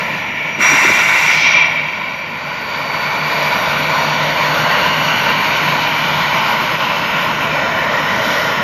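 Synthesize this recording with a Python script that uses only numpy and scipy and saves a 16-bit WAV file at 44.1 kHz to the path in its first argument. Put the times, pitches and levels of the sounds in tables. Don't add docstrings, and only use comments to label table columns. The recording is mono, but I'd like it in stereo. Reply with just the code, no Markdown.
import sys
import numpy as np
from scipy import signal
from scipy.fft import rfft, irfft, next_fast_len
from scipy.io import wavfile
from scipy.ndimage import uniform_filter1d, minimum_filter1d, map_coordinates

SR = 44100
rng = np.random.default_rng(int(sys.argv[2]) if len(sys.argv) > 2 else 0)


def int16_out(signal):
    q = np.round(np.clip(np.atleast_2d(signal).T, -1, 1) * 32767)
    wavfile.write(sys.argv[1], SR, q.astype(np.int16))


N = 380583

# time in seconds, turn from 0 (nose-on) to 1 (side-on).
TURN = [(0, 0.053), (3.5, 0.068), (4.6, 0.42), (7, 0.46), (7.7, 0.92), (8.6, 0.94)]
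# time in seconds, loudness in dB.
PRESENCE = [(0, -4.5), (0.35, -8), (1.5, -7), (2.25, -8.5), (2.65, -6), (3, -3.5), (3.5, -0.5), (4.4, 0),
            (4.95, 0.6), (6.2, 0), (6.8, -1), (8.63, -2)]
LAYERS = { "rumble": (-30, 0.52, 3.5, -2, 0.5), "combustor": (-32, 1.15, -2.5, -1, -5),
          "roar": (-17, 1.33, 0.5, 1.5, 0), "fan": (-20.5, 0.3, -0.5, -4, 1),
          "hiss": (-27.5, 1.77, 1, 2, 5), "fizz": (-39.5, 2, -2, 0.5, 8),
          "whine": (-39.5, 1, -8.5, -4.5, 9), "intake tone": (-54, 8, -1, 2, 0), }
NOSE_ON_S, NOSE_ON_WIDTH_S = 2.47, 0.5
FLARE_S, FLARE_WIDTH_S = 8.29, 0.17

# pitch in Hz, relative level in dB per Hz.
RUMBLE = [(15, -31), (30, -16), (45, -16.5), (75, -8), (115, -4.5), (170, 2), (250, -1), (350, -5.5),
          (450, -11), (700, -13.5)]
ROAR = [(280, -47), (420, -5.5), (520, -0.5), (750, 1), (1050, 2), (1500, 0), (1750, 0.5), (2400, -11.5)]
FAN_FRONT = [(1300, -30), (1750, -2.5), (2050, -3), (2330, 2), (2550, -4), (2780, -3.5), (3000, -9),
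             (3400, -17), (4500, -116)]
FAN_QUARTER = [(1300, -23), (1750, -1.5), (2000, 4), (2330, 1), (2600, 3), (2950, 5.5), (3200, 0.5),
               (3500, -5), (4500, -52)]
FAN_SIDE = [(1300, -23), (1750, 4), (1950, 3.5), (2330, -2.5), (2600, -6), (3100, 2.5), (3500, -44),
            (4500, -66)]
HISS_FRONT = [(2500, -35), (3300, 5.5), (3800, 6.5), (4200, 0.5), (4600, 1), (5500, -8), (7000, -10.5),
              (8000, -47.5)]
HISS_SIDE = [(2500, -28), (3300, 4.5), (3800, 8.5), (4200, 3), (4750, -2.5), (5350, 1.5), (5800, -8),
             (7000, -10), (8000, -52)]
FIZZ = [(7000, -49), (8200, -32), (9200, -2.5), (10200, -12), (11500, 8.5), (12300, 8.5), (13200, 5.5),
        (14500, -2.5)]
CUPPED = [(40, -45), (200, -32), (500, -21), (750, -10), (1000, -8), (1600, -6.5), (1940, -1.5), (2050, 4),
          (2200, 1), (2380, 2), (2550, -8), (2730, 2.5), (2980, -17), (3650, -11), (4250, -18), (5200, -52),
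          (6300, -39), (8000, -71)]
HALF_OPEN = [(40, -50), (400, -27), (950, -13.5), (1650, -15.5), (2050, -3.5), (2340, 4), (2540, -9),
             (2720, -1), (3020, -16.5), (3250, -5.5), (3450, -22), (3700, -12.5), (4300, -25.5),
             (5200, -25), (7000, -63)]
SIZZLE = [(3000, -15), (5000, 2), (6500, -1), (7500, -2), (8700, -18.5), (10200, -14), (12000, -4),
          (14500, -31)]
SURGE = [(1800, -18), (3200, 6), (4400, 1.5), (5300, 3), (6200, 0), (7200, -24), (9000, -46)]
RUB = [(25, -24), (90, -8), (300, 1.5), (450, -2.5), (900, -8.5)]
# pitch in Hz, width in Hz, lift in dB.
RESONANCES = [(612, 50, 4), (762, 28, -4.5), (985, 95, 6), (1255, 40, -2), (1450, 85, 5), (1660, 45, -5),
              (1900, 50, 2), (2325, 90, 3), (2485, 30, -2.5), (2770, 45, -2)]

# pitch in Hz, likeness (1 = same).
ALIKE = [(30, 0.55), (160, 1), (330, 0.81), (550, 1), (1000, 0.91), (1450, 0.84), (1680, 0.13), (1900, 0.5),
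         (2300, 0.78), (3000, 0.37), (4500, 0.59), (7000, 0.11), (12000, 0.62)]
# pitch in Hz, likeness.
FIZZ_ALIKE = [(8000, .35), (13000, .45)]
# pitch in Hz, likeness.
HAND_ALIKE = [(200, 1), (1000, 1), (2400, 0.88), (3200, 0.5), (6000, 0.33), (12000, .45)]
# pitch in Hz, left minus right in dB.
BALANCE_DB = [(600, -1.5), (1300, -0.5), (1600, -2), (2400, -5), (2900, 0.5), (4500, 2), (7000, 10.5),
              (12000, 4.5)]
# pitch in Hz, radians by which left leads.
LEAD = [(150, 0), (750, 0.53), (950, 0.066), (1250, 0.84), (1800, 0), (2400, 0.7), (3200, 1.8), (4200, 0),
        (7000, 0.25)]
# time in seconds, left minus right in dB.
PAN = [(0, 7.5), (2.2, 2.5), (2.8, 2.5), (4.3, 1.5), (5.8, 0.5)]

DRONE_HZ, DRONE_WIDTH_HZ = 152, 15
DRONE_STEADY_DB, DRONE_OCTAVE_DB = -6, -17
DRONE_LULL_S, DRONE_LULL_WIDTH_S, DRONE_LULL_DB = 5.5, .4, -3
# time in seconds, change in dB.
LOW_ROAR = [(3.8, 0), (4.7, 0.5), (5.4, -2.5), (6.1, -5.5), (6.7, -2), (7.3, 0), (8.3, 3.5)]
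LOW_ROAR_HZ, LOW_ROAR_WIDTH_HZ = 550, 99
PATCHY_DB, PATCH_HZ, PATCH_S = 1.45, 253.6, .12
# time in seconds, spacing in Hz, strength in dB.
NOTCHES = [(0.3, 382, 4), (1.2, 393, 2), (2.2, 415, 2.5), (3.6, 425, 0), (8.6, 410, -0.4)]
NOTCHES_FROM_HZ, NOTCHES_TO_HZ = 950, 1750
DIP_S, DIP_WIDTH_S, DIP_DB = 6.78, 0.015, -4

# time in seconds, pitch in Hz.
COMPRESSOR_HZ = ( [(0, 5788), (1.6, 5781), (3, 5786), (4.5, 5783), (6, 5779), (7.5, 5773), (8.6, 5774)],
                 [(0, 5767), (1, 5762), (2.2, 5758), (3.3, 5763), (4.6, 5759), (5.6, 5750), (8.6, 5730)], )
# time in seconds, share of power from 0 to 1.
FAR_SHARE = [(0, 0.4), (0.65, 0.97), (0.85, 0.6), (1.6, 0.43), (4.7, 0.16), (5.3, 0.04), (8.6, 0.5)]
# time in seconds, width in seconds, lift in dB.
WHINE_SWELLS = [(0.545, .035, 9), (3.25, .2, -4), (3.85, .25, 2.5), (5.2, .3, 3), (5.7, .07, -4),
                (7.2, .45, -2.5)]
WHINE_PAN_DB = 6
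# time in seconds, pitch in Hz.
INTAKE_HZ = ( [(0, 4560), (2.6, 4535), (3.9, 4490), (5.1, 4435), (6.1, 4400), (8.6, 4375)], [(0.6, 4660),
             (1.6, 4620), (3.2, 4620), (4, 4590), (5.1, 4558), (8.6, 4460)], )
# start in seconds, attack in seconds,
# hold in seconds, release in dB per second, level in dB, left minus right in dB.
INTAKE_BEAMS = [(2.45, 0.5, 0.32, 16, -34.3, 13), (2.41, .05, 2.7, 5, -42.5, 2)]

GRIP_S, GRIP_ATTACK_S = 0.584, 0.043
SLACK_S, SLACK_WIDTH_S = 1.1, 0.076
OPEN_S, OPEN_TAKES_S = 1.17, 0.28
GATHERED = { "blare": (-12.5, 2.5, 0.64, -1, -1, 0.9344, 25.5),
            "sizzle": (-27.5, -0.5, 0.7, -2.5, -6.5, 0.71, 64),
            "whine": (-33, 13, 0.38, -4.5, 2.5, 0.92, 65), "intake tone": (-46.5, 1, 2, -1, -3.5, 4, 23), }
SURGE_S, SURGE_WIDTH_S, SURGE_DB = 1.426, 0.12, -23
HONK_S, HONK_WIDTH_S, HONK_DB = 1.6, .07, 3.3
# time in seconds, knock peak in dB, pitch in Hz,
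# left minus right in dB, rubbing in dB, seconds for the knock to fall by 60 dB.
BUMPS = [(0.594, -15, 235, -8.5, -28, .022), (0.732, -16, 290, -3, -26.5, .055),
         (0.847, -11.5, 365, -1, -37, .03), (0.9, -14, 390, 0.5, -23.5, .022)]
RUB_WIDTH_S = 0.013

# time in seconds, level in dB.
SPUTTERS = [(1.832, -22), (1.888, -18.5), (1.936, -15.5), (2.019, -22), (2.145, -23)]
SPUTTER_HZ, SPUTTER_WIDTH_HZ, SPUTTER_WIDTH_S = 2320, 500, .0022
# start in seconds,
# attack in seconds, hold in seconds, release in dB per second (below 0 it grows), centre in Hz,
# glide in Hz per second, width in Hz, level in dB, left minus right in dB.
FAN_LOBES = [ (2.3, 0.6, 1.6, 8, 2940, -60, 222, -38, -5), (2.6, 0.45, 0.6, 22, 2290, -9.5, 258.3, -27, -1),
             (3.6, 0.46, 0.91, 5, 4385, -19.5, 481, -33, 2), (4.3, .3, 0.49, 6, 1550, 0, 150.6, -27.5, -4),
             (4.3, 0.71, 0.15, 31, 2820, 30.5, 379, -23.5, 0),
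             (4.95, 0.2, 1.0, 22, 2324, 0, 240.4, -25, -12),
             (5.2, 0.37, 1.5, 16, 2956, 45, 240.8, -32.5, -11),
             (5.3, .92, 0.97, 10, 5130, -13, 262.6, -42, -11),
             (6.6, 0.34, 0.45, 14, 2720, -110, 169.6, -30, -3),
             (6.7, 0.2, 0.6, -2, 1428, -10, 79.8, -31, 0),
             (7.33, 0.14, 0.05, 20, 2430, -380, 222, -27, -10),
             (7.45, 0.3, 0.31, 20, 1910, -10, 169.3, -26.5, -2), ]
# start in seconds, attack in seconds, hold in seconds,
# release in dB per second, pitch in Hz, glide in Hz per second, level in dB, left minus right in dB.
STAGE_TONES = [(3.8, 0.35, .6, 1.5, 6480, -4, -45, 1)]
TOP_HZ = 14600


def amp(db):
    return 10 ** (np.asarray(db) / 20)


def unit(x):
    middle = np.atleast_2d(x).mean(0)
    return x / np.sqrt(np.mean(middle ** 2) + 1e-20)


def along(points, hz):
    point_hz, value = np.transpose(points)
    return np.interp(np.log(hz + 1), np.log(point_hz + 1), value)


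def curves(rows):
    s, *columns = np.transpose(rows)
    return [np.interp(np.arange(N) / SR, s, column) for column in columns]


def swell(centre_s, width_s):
    return np.exp(-.5 * ((np.arange(N) / SR - centre_s) / width_s) ** 2)


def ramp(start_s, length_s):
    return np.clip((np.arange(N) / SR - start_s) / length_s, 0, 1)


def envelope(start_s, attack_s, hold_s, release_db_per_s):
    released_s = np.maximum(np.arange(N) / SR - start_s - attack_s - hold_s, 0)
    return ramp(start_s, attack_s) * amp(-release_db_per_s * released_s)


def wobble(rate):
    points = rng.standard_normal(int(N * rate / SR) + 4)
    return map_coordinates(points, [np.arange(N) * rate / SR])


def fast_wobble(rate, count=8192, order=8):
    smooth = signal.resample_poly(rng.standard_normal(count), order, 1)
    return np.interp(np.arange(N) * order * rate / SR, np.arange(len(smooth)), smooth)


def panned(db):
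    return amp(np.array([[.5], [-.5]]) * db)


def filtered(x, response):
    size = next_fast_len(N + 8192)
    spectrum = rfft(x, size) * response(np.fft.rfftfreq(size, 1 / SR))
    return irfft(spectrum, size)[..., :N]


def rush(spectrum, alike):
    def colour(hz):
        lift = sum(db * np.exp(-.5 * ((hz - centre) / width) ** 2) for centre, width, db in RESONANCES)
        skirt = 1 / (1 + (hz / spectrum[-1][0] / 1.3) ** 6)
        angle = np.arccos(np.clip(along(alike, hz), -1, 1)) / 2
        return amp(along(spectrum, hz) + lift) * skirt * np.array([np.cos(angle), np.sin(angle)])
    mid, side = filtered(rng.standard_normal((2, N)), colour)
    return unit(np.array([mid + side, mid - side]))


def morph(spectra, position, alike):
    place = np.clip(position, 0, 1) * (len(spectra) - 1)
    out = 0
    for k, spectrum in enumerate(spectra):
        share = np.clip(1 - np.abs(place - k), 0, 1)
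        out = out + np.sqrt(share) * rush(spectrum, alike)
    return out


def noise_band(hz, width_hz, pan_db, apart):
    carrier = np.exp(2j * np.pi * np.cumsum(hz) / SR)

    def band():
        return np.real(carrier * (fast_wobble(width_hz) + 1j * fast_wobble(width_hz)))
    mid, side = band(), band()
    return unit((mid + apart * np.array([side, -side])) * panned(pan_db))


def tone(hz, drift_hz, flutter_db, pan_db):
    phase = 2 * np.pi * np.cumsum(hz + drift_hz * wobble(70)) / SR
    fading_db = flutter_db * (wobble(16) + 1.1 * np.array([wobble(11), wobble(17)]))
    scatter = 0.42 * np.array([wobble(12), wobble(13)])
    return unit(amp(fading_db) * np.sin(phase + scatter) * panned(pan_db))


def radiated(layer):
    db, growth, side_db, nose_db, flare_db = LAYERS[layer]
    aim_db = side_db * curves(TURN)[0] + nose_db * swell(NOSE_ON_S, NOSE_ON_WIDTH_S)
    aim_db = aim_db + flare_db * swell(FLARE_S, FLARE_WIDTH_S)
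    return amp(db + growth * curves(PRESENCE)[0] + aim_db)


def gathered(layer):
    db, grip_db, ease_s, slack_db, open_db, hold_s, release_db_per_s = GATHERED[layer]
    tight = np.exp(-np.maximum(np.arange(N) / SR - GRIP_S, 0) / ease_s)
    level_db = db + grip_db * tight + slack_db * swell(SLACK_S, SLACK_WIDTH_S)
    level_db = level_db + open_db * ramp(OPEN_S, OPEN_TAKES_S)
    return amp(level_db) * envelope(GRIP_S, GRIP_ATTACK_S, hold_s, release_db_per_s)


def drone():
    pitch = np.full(N, DRONE_HZ)
    note = noise_band(pitch, DRONE_WIDTH_HZ, 0, apart=0.1)
    core = tone(pitch, drift_hz=1.49, flutter_db=1.5, pan_db=-2.0)
    octave = noise_band(2 * pitch, 2 * DRONE_WIDTH_HZ, 0, apart=.3)
    return note + amp(DRONE_STEADY_DB) * core + amp(DRONE_OCTAVE_DB) * octave


def patches(x):
    hz, t, z = signal.stft(x, SR, nperseg=512)
    rows, columns = np.meshgrid(hz / PATCH_HZ, t / PATCH_S, indexing="ij")
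    field = map_coordinates(rng.standard_normal((256, 256)), [rows, columns], order=1)
    notch_s, *notch_columns = np.transpose(NOTCHES)
    spacing_hz, strength_db = (np.interp(t, notch_s, column) for column in notch_columns)
    notched = ((hz > NOTCHES_FROM_HZ) & (hz < NOTCHES_TO_HZ))[:, None]
    notch_db = -strength_db * notched * (.5 + np.cos(2 * np.pi * hz[:, None] / spacing_hz))
    return signal.istft(z * amp(PATCHY_DB * field + notch_db), SR, nperseg=512)[1][:, :N]


def ports(x):
    def response(hz):
        lead = np.exp(np.array([[.5j], [-.5j]]) * along(LEAD, hz))
        return panned(along(BALANCE_DB, hz)) * lead
    return filtered(x, response)


def engines():
    turn, = curves(TURN)
    air = wobble(14)
    lull = amp(DRONE_LULL_DB * swell(DRONE_LULL_S, DRONE_LULL_WIDTH_S))
    burning = radiated("rumble") * rush(RUMBLE, ALIKE) + radiated("combustor") * lull * drone()
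    burning = amp(0.9 * wobble(20)) * burning
    roar = radiated("roar") * amp(0.55 * air) * rush(ROAR, ALIKE)
    low_end = filtered(roar, lambda hz: np.exp(-.5 * ((hz - LOW_ROAR_HZ) / LOW_ROAR_WIDTH_HZ) ** 2))
    roar = roar + (amp(curves(LOW_ROAR)[0] + 0.42 * wobble(14)) - 1) * low_end
    fan_gain = radiated("fan") * amp(.5 * air + 0.41 * wobble(8))
    fan = fan_gain * morph([FAN_FRONT, FAN_QUARTER, FAN_SIDE], turn, ALIKE)
    hiss_gain = radiated("hiss") * amp(0.35 * air + 0.81 * wobble(28))
    hiss = hiss_gain * morph([HISS_FRONT, HISS_SIDE], turn ** 2, ALIKE)
    fizz = radiated("fizz") * amp(0.44 * air + 1.5 * wobble(33)) * rush(FIZZ, FIZZ_ALIKE)
    left, right = hiss + fizz
    right = map_coordinates(right, [np.arange(N) - 6 * turn], order=5, mode="nearest")
    airborne = patches(roar + fan + np.array([left, right]))
    return ports(burning + airborne) * panned(curves(PAN)[0])


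def whines():
    share = np.clip(curves(FAR_SHARE)[0], 0, 1)
    near_hz, far_hz = (curves(pitch)[0] for pitch in COMPRESSOR_HZ)
    near = np.sqrt(1 - share) * tone(near_hz, drift_hz=2.2, flutter_db=2.1, pan_db=0)
    far = np.sqrt(share) * tone(far_hz, drift_hz=3.5, flutter_db=1.6, pan_db=0)
    lobes = amp(sum(db * swell(s, width_s) for s, width_s, db in WHINE_SWELLS))
    in_air = radiated("whine") * lobes * panned(WHINE_PAN_DB) * amp(1.4 * wobble(60))
    in_hand = gathered("whine") * ramp(GRIP_S + .018, .02) * amp(1.1 * wobble(90))
    return np.hypot(in_air, in_hand) * (near + far)


def intakes():
    faint = np.hypot(radiated("intake tone"), gathered("intake tone"))
    out = 0
    for pitch, (*shape, db, pan_db) in zip(INTAKE_HZ, INTAKE_BEAMS):
        beam = amp(db) * envelope(*shape)
        singing = tone(curves(pitch)[0], drift_hz=6, flutter_db=1.3, pan_db=pan_db)
        out = out + np.hypot(faint, beam) * singing
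    return out


def cupped_hand():
    hollow = morph([CUPPED, HALF_OPEN], ramp(OPEN_S, OPEN_TAKES_S), HAND_ALIKE)
    flutter_db = 1.2 * wobble(30.24) + HONK_DB * swell(HONK_S, HONK_WIDTH_S)
    blare = gathered("blare") * amp(flutter_db) * hollow
    sizzle = gathered("sizzle") * rush(SIZZLE, HAND_ALIKE)
    surge = amp(SURGE_DB) * swell(SURGE_S, SURGE_WIDTH_S) * rush(SURGE, HAND_ALIKE)
    return blare + sizzle + surge


def handling():
    rubbing = amp(-32.5) * envelope(GRIP_S, GRIP_ATTACK_S, hold_s=0.43, release_db_per_s=54)
    knocks = np.zeros((2, N))
    t = np.arange(SR // 8) / SR
    for s, db, hz, pan_db, rub_db, t60 in BUMPS:
        rubbing = rubbing + amp(rub_db) * swell(s, RUB_WIDTH_S)
        soft_start = (1 - np.exp(-t / .002)) ** 2
        knock = np.sin(2 * np.pi * hz * t) * amp(-60 * t / t60) * soft_start
        knock = knock / np.abs(knock).max()
        knocks[:, round(s * SR):][:, :len(t)] += amp(db) * knock * panned(pan_db)
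    return knocks + rubbing * rush(RUB, [(100, .35), (500, 0.5)])


def sputters():
    gain = sum(amp(db) * swell(s, SPUTTER_WIDTH_S) for s, db in SPUTTERS)
    return gain * noise_band(np.full(N, SPUTTER_HZ), SPUTTER_WIDTH_HZ, 0, apart=.3)


def beams(rows):
    for start_s, attack_s, hold_s, release_db_per_s, hz, glide_hz_per_s, *rest in rows:
        gain = envelope(start_s, attack_s, hold_s, release_db_per_s)
        yield gain, hz + glide_hz_per_s * (np.arange(N) / SR - start_s), *rest


def blades():
    out = 0
    for gain, hz, width_hz, db, pan_db in beams(FAN_LOBES):
        out = out + amp(db) * gain * noise_band(hz, width_hz, pan_db, apart=0.35)
    for gain, hz, db, pan_db in beams(STAGE_TONES):
        out = out + amp(db) * gain * tone(hz, drift_hz=9.6, flutter_db=2.0, pan_db=pan_db)
    return out


def scene():
    airliner = engines() + whines() + intakes() + sputters() + blades()
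    dip = amp(DIP_DB * swell(DIP_S, DIP_WIDTH_S))
    return airliner * dip + cupped_hand() + handling()


def record(dry):
    needed = np.minimum(1, .98 / (np.abs(dry).max(0) + 1e-9))
    gain = uniform_filter1d(minimum_filter1d(needed, size=89), size=89)
    return filtered(dry * gain, lambda hz: hz < TOP_HZ)


dry = scene()
out = record(dry)
int16_out(out)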